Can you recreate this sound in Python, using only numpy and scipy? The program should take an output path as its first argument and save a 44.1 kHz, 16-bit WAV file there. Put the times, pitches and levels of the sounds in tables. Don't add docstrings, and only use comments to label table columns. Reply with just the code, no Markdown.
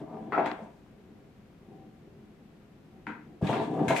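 import sys
import numpy as np
from scipy import signal
from scipy.fft import rfft, irfft, next_fast_len
from scipy.io import wavfile
from scipy.ndimage import uniform_filter1d, map_coordinates

SR = 44100
rng = np.random.default_rng(int(sys.argv[2]) if len(sys.argv) > 2 else 0)


def generate_wav(sig):
    pcm = np.round(np.clip(np.atleast_2d(sig).T, -1, 1) * 32767).astype(np.int16)
    wavfile.write(sys.argv[1], SR, pcm)


N = 176400

# (frequency [Hz], level before the scatter from spot to spot [dB])
TABLE_MODES = [(103, -57), (139, -42), (178, -46.5), (214, -42.5), (300, -41), (357, -45), (418, -45),
               (490, -49.5), (522, -49), (666, -44.5), (760, -45.5), (883, -52.5), (990, -51.5),
               (1163, -61)]
# (time [s], level before the ring and push gains [dB], contact time scale [ms])
BLOWS = [(.322, -16, 0.4), (.378, -9, 0.56), (.351, -20.5, 0.44), (.3835, -20, .6), (.389, -16, 0.6),
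         (.3935, -19, .6), (.414, -16.5, 0.58), (.462, -20.5, 0.37), (.5155, -20, .4), (.592, -34, 1),
         (.864, -46, .6), (3.068, -40, 0.5), (3.4175, -24, 1.1), (3.426, -10, 3.1), (3.4915, -13, .85),
         (3.904, -12, 1.1), (3.452, -26, 2.9), (3.5135, -21, .7), (3.5235, -17.5, .7), (3.5315, -18, .9),
         (3.5385, -19, .7), (3.5605, -18, 0.82), (3.5695, -21, .7), (3.5876, -24, .7), (3.7168, -28, .9),
         (3.769, -20, 1), (3.779, -21, 1), (3.7925, -22, 1), (3.812, -23, 1.2), (3.8745, -19, 1.8),
         (3.881, -16, 2.64), (3.9285, -17, .9), (3.942, -22, 0.59)]
# (time [s], relative level [dB],
# bright top over body [dB], t60 [s], centre [Hz], reach around it [octaves], room's answer [dB])
CLACK_EVENTS = [(0.3216, -19, -53, 0.14, 1150, 0.79, 4.5), (0.379, -22.5, -40, 0.14, 1660, 0.51, -3),
                (.38, -13.5, -59, 0.21, 720, 0.17, -12), (.459, -17, -50, .15, 910, 0.32, -15),
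                (.59, -36, -60, 0.37, 510, 0.32, -8), (0.4589, -23, -19.5, 0.11, 2230, 0.56, -4),
                (.5142, -21, -30, .02, 2300, .6, -16), (3.067, -25, -33, 0.28, 1510, 0.66, -6.5),
                (3.4237, -45, -37, 0.22, 2500, 0.82, -4), (3.468, -28.5, -18, 0.2, 2740, 0.44, -5.5),
                (3.473, -31, -15, 0.1, 2210, 0.26, -16), (3.488, -33.5, -10, 0.15, 3100, 0.17, 1),
                (3.503, -45, -9, 0.15, 3140, 0.23, 5), (3.528, -25, -38, 0.084, 2040, 0.71, 2),
                (3.547, -41, -33, 0.14, 1800, 0.85, -3), (3.565, -44.5, -36, 0.22, 3430, .3, 5.5),
                (3.599, -41, -36, 0.12, 1690, 0.37, -3), (3.881, -20, -9, 0.25, 2060, 0.59, -3),
                (3.904, -20.5, -34, 0.082, 2130, 0.53, -3), (3.963, -17.5, -20, 0.13, 2400, 0.34, -2.5),
                (3.985, -28, -25.5, 0.2, 2390, 0.81, -5)]
# (frequency [Hz], level [dB])
PARTS_MODES = [(790, 7.5), (940, 13.5), (1335, 5), (1560, 8.5), (2050, 2.5), (2200, 5), (2540, -5.5),
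               (2840, -10.5), (3400, -21.5), (3725, 1.5), (4270, -36)]
# (frequency [Hz], relative density [dB per Hz])
CLACK_TOP = [(2350, -18.5), (4000, 8), (4480, -13), (6520, 3), (11000, -11.5), (13000, -12.5),
             (15600, -26.5)]
# (time [s], dull rumble [dB], bright rumble [dB], scrape [dB], treble [dB])
ROD_PASSAGES = [
    [(0, -29.5, -44.5, -61.5, -74), (.05, -46, -56, -87, -89), (.14, -39.5, -41, -87, -85),
     (.2, -38.5, -53, -69.5, -83), (.31, -42.5, -55.5, -71, -90), (.325, -52, -43.5, -51, -74),
     (.372, -57, -36.5, -59, -81), (.385, -37, -27, -62, -89), (.42, -40, -33.5, -63, -86),
     (.45, -78, -28.5, -48, -86.5), (.47, -32, -37, -49.5, -83), (.525, -55, -76, -69, -73),
     (.55, -60, -74, -77, -78), (.58, -65, -66, -75, -77), (.6, -59, -48.5, -77, -80),
     (.63, -42.5, -47, -72, -76), (.68, -61, -63, -70, -84), (.8, -63, -74, -90, -84)],
    [(3.414, -60, -38, -70, -66), (3.428, -26, -47, -48, -69), (3.46, -39, -31.5, -46, -58.5),
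     (3.488, -46, -35, -46, -64), (3.496, -25.5, -20.5, -49, -60), (3.54, -34.5, -37.5, -46, -59.5),
     (3.6, -25.5, -33.5, -55, -65), (3.65, -34, -43.5, -50, -64), (3.7, -33.5, -45, -61, -71),
     (3.77, -29.5, -40, -56.5, -69), (3.83, -38, -38, -53, -70.5), (3.87, -29, -35, -59, -67.5),
     (3.899, -31, -38, -45, -67), (3.907, -36, -21, -50, -65), (3.945, -28, -33.5, -49, -58),
     (3.97, -50, -43, -49, -43.5), (4, -31, -42, -45, -52)],
]
# (frequency [Hz], relative density [dB per Hz])
SCRAPE_COLOUR = [(710, -5), (1200, 1), (1420, -11), (1670, 6.5), (1810, -5), (3530, -8.5), (4500, -26),
                 (5850, -54), (9900, -120)]
# (frequency [Hz], relative density [dB per Hz])
ROD_TREBLE = [(2590, -30), (4400, -3.5), (4470, -7), (8840, -6.5), (11100, -20.5), (12100, -13.5),
              (15600, -40)]
# (time [s], level [dB])
BALL_LEVEL = [(0.7, -66), (0.94, -57), (1.15, -55.5), (1.41, -63), (1.56, -57), (1.58, -66.5), (1.72, -48),
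              (1.88, -53), (1.9, -58.5), (2.08, -54), (2.09, -66), (2.18, -53.5), (2.28, -59), (2.87, -62),
              (3.0, -52.5), (3.04, -103), (3.07, -39.5), (3.26, -60), (3.28, -49), (3.38, -51.5)]
# (frequency [Hz], t60 [s])
ROOM_DECAY = [(150, 0.22), (700, 0.39), (3000, 0.41), (12000, 0.11)]
# (frequency [Hz], relative density [dB per Hz])
HISS_COLOUR = [(12, -35), (20, -13.5), (49, -9), (181, -2), (290, -9.5), (908, -22), (2550, -28.5),
               (4440, -36.5), (11100, -46.5), (12800, -42), (15600, -56)]
# (frequency [Hz], correlation)
PARTS_LIKENESS = [(500, 1), (1200, 0.79), (4000, 0.38), (12000, .2)]
# (frequency [Hz], correlation)
ROOM_LIKENESS = [(200, 0.95), (700, 0.7), (2000, 0.067), (10000, 0.039)]
# (frequency [Hz], correlation)
HISS_LIKENESS = [(60, 0.93), (240, 0.92), (950, 0.4), (3770, 0.086), (15000, 0.0)]
# (frequency [Hz], left over right [dB])
TABLE_BALANCE = [(60, 4), (180, 1.5), (550, 2.5), (1650, 3.5), (4970, 5.5), (15000, 4)]
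# (frequency [Hz], left over right [dB])
HISS_BALANCE = [(60, 1.6), (380, 2.3), (2380, 2.5), (15000, 0.5)]

MODE_WIDTH_HZ, MODE_WIDTH_SHARE = 4.7, 0.047
BETWEEN_MODES_DB, RADIATION_HZ = -71.5, 124
SPOT_SCATTER_DB, SPOTS_PER_S = 4, 9
RING_DB, PUSH_DB = -12.5, -5
PARTS_WIDTH_SHARE, DETUNE = 0.092, 0.03
CLACK_ATTACK_S, STRIKE_DB, STRIKE_T60_S = 0.0018, 2, 0.0085
CHATTER_DB, GRIT_DB = 2, 1.5
RATTLES_PER_S, RATTLE_SPREAD_DB = 500, 4
DULL_HZ, BRIGHT_HZ, ROLL_HZ = 526, 1370, 515
BLOW_ROOM_DB, HUM_ROOM_DB = -4.5, -4
HISS_DB = -56
THUD_HZ, BASS_HZ, TOP_HZ = 55, 81, 15720


def knocks():
    out, t = np.zeros(N + SR), np.arange(SR // 2) / SR
    for time, db, contact_ms in BLOWS:
        u = t / (max(contact_ms, 0.1) / 1000) - 1.75
        push = (1 - 4 * u ** 2 - u) * np.exp(-2 * u ** 2)
        ring = table(np.exp(-4.5 * u ** 2))
        ring = ring / np.abs(ring).max()
        start = round((time - contact_ms / 1300) * SR)
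        out[start:][:len(t)] += amp(db) * (amp(RING_DB) * ring + amp(PUSH_DB) * push)
    return out[:N]


def clacks():
    out, t = np.zeros((2, N + SR)), np.arange(SR // 2) / SR
    rise = np.sin(np.pi / 2 * np.minimum(t / CLACK_ATTACK_S, 1)) ** 2
    first_instant = 1 + amp(STRIKE_DB - 60 * t / STRIKE_T60_S)
    for time, db, top_db, t60, centre_hz, reach, room_db in CLACK_EVENTS:
        shift = np.exp(DETUNE * rng.standard_normal())
        modes = [(hz * shift, PARTS_WIDTH_SHARE * hz, level) for hz, level in PARTS_MODES]

        def colour(f):
            octaves = np.log2((f + 1) / centre_hz)
            return np.abs(ringing(f, modes, flat_db=-4)) * np.exp(-0.5 * (octaves / reach) ** 2)

        body = unit(filtered(rng.standard_normal((2, len(t))), colour))
        top = amp(top_db) * noise(CLACK_TOP, size=(2, len(t)))
        pair = spread(body + top, PARTS_LIKENESS)
        wander = uniform_filter1d(uniform_filter1d(rng.standard_normal(len(t)), size=90), size=90)
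        chatter_db = CHATTER_DB * unit(wander) * np.minimum(t / 0.03, 1)
        dry_clack = amp(db - 12 - 60 * t / max(t60, 0.005) + chatter_db) * rise * first_instant * pair
        answer = amp(room_db) * room(dry_clack)[:, :len(t)]
        out[:, round(time * SR):][:, :len(t)] += dry_clack + answer
    return out[:, :N]


def rods():
    dull = moving(soft(rattle(), DULL_HZ))
    bright = moving(np.gradient(soft(rattle(), BRIGHT_HZ)))
    grit = amp(GRIT_DB * unit(uniform_filter1d(rng.standard_normal(N), size=400)))
    scrape = unit(grit * spread(noise(SCRAPE_COLOUR, size=(2, N)), PARTS_LIKENESS))
    treble = unit(grit * spread(noise(ROD_TREBLE, size=(2, N)), PARTS_LIKENESS))
    out = np.zeros((2, N))
    for passage in ROD_PASSAGES:
        dull_gain, bright_gain, scrape_gain, treble_gain = curves(passage)
        out += dull_gain * dull + bright_gain * bright
        out += scrape_gain * scrape + treble_gain * treble
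    return out


def rattle():
    hit = rng.random(N) < RATTLES_PER_S / SR
    size = amp(RATTLE_SPREAD_DB * rng.exponential(size=N))
    return hit * size + 0.13 * rng.standard_normal(N)


def ball():
    return curves(BALL_LEVEL)[0] * moving(soft(rng.standard_normal(N), ROLL_HZ))


def moving(force):
    knots = rng.standard_normal((5, int(N * SPOTS_PER_S / SR) + 4))
    place = np.arange(N) * SPOTS_PER_S / SR
    share = np.exp(1.5 * np.array([map_coordinates(k, [place]) for k in knots]))
    share = share / share.sum(0)
    return unit(sum(unit(table(force)) * s for s in share))


def soft(x, cut_hz):
    twice = lambda f: 1 / (1 + 1j * f / cut_hz) ** 2
    return filtered(filtered(x, twice), twice)


def table(force):
    modes = [(hz, MODE_WIDTH_HZ + MODE_WIDTH_SHARE * hz, db + SPOT_SCATTER_DB * rng.standard_normal())
             for hz, db in TABLE_MODES]
    radiated = lambda f: (1j * f / (RADIATION_HZ + 1j * f)) ** 2
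    return filtered(force, lambda f: ringing(f, modes, BETWEEN_MODES_DB) * radiated(f))


def ringing(f, modes, flat_db):
    total = amp(flat_db)
    for k, (hz, width, db) in enumerate(modes):
        total = total + (-1) ** k * amp(db) * 1j * f * width / (hz * hz - f * f + 1j * f * width)
    return total


def room(x):
    hz, t, z = signal.stft(rng.standard_normal((2, SR // 2)), SR, nperseg=256)
    decay = amp(-60 * t / along(ROOM_DECAY, hz)[:, None])
    tail = spread(signal.istft(z * decay, SR, nperseg=256)[1], ROOM_LIKENESS)
    tail = tail / np.linalg.norm(tail[0])
    late = np.pad(x.mean(0), (300, 0))[None]
    return signal.fftconvolve(late, tail, axes=1)[:, :N]


def hiss():
    return amp(HISS_DB) * spread(noise(HISS_COLOUR, size=(2, N)), HISS_LIKENESS)


def lean(x, points):
    return filtered(x * np.ones((2, 1)), lambda hz: amp(along(points, hz) * np.array([[0.5], [-0.5]])))


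def spread(pair, alike):
    turn = lambda hz: np.arccos(np.clip(along(alike, hz), -1, 1)) / 2
    mid, side = filtered(pair, lambda hz: np.array([np.cos(turn(hz)), np.sin(turn(hz))]))
    return np.array([mid + side, mid - side])


def noise(spectrum, size):
    return unit(filtered(rng.standard_normal(size), lambda hz: amp(along(spectrum, hz))))


def filtered(x, response):
    m = next_fast_len(x.shape[-1] + SR // 2)
    return irfft(rfft(x, m) * response(np.fft.rfftfreq(m, 1 / SR)), m)[..., :x.shape[-1]]


def curves(rows):
    times, *columns = np.transpose(rows)
    now = np.arange(N) / SR
    gains = [amp(np.interp(now, times, c, -150, -150)) for c in columns]
    return [uniform_filter1d(g, size=300, mode='nearest') for g in gains]


def along(points, hz):
    f, v = np.transpose(points)
    return np.interp(np.log(hz + 1), np.log(f + 1), v)


def amp(db):
    return 10 ** (np.asarray(db) / 20)


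def unit(x):
    return x / np.sqrt(np.mean(x ** 2) + 1e-20)


def scene():
    blows = filtered(knocks() * np.ones((2, 1)), lambda f: (1j * f / (THUD_HZ + 1j * f)) ** 2)
    sliding_and_rolling = rods() + ball()
    answer = room(amp(BLOW_ROOM_DB) * blows + amp(HUM_ROOM_DB) * sliding_and_rolling)
    near = sliding_and_rolling + clacks() + answer
    near = filtered(near, lambda f: (1j * f / (BASS_HZ + 1j * f)) ** 3)
    return lean(blows + near, TABLE_BALANCE) + lean(hiss(), HISS_BALANCE)


def record(dry):
    return filtered(dry, lambda hz: hz < TOP_HZ)


dry = scene()
out = record(dry)
generate_wav(out)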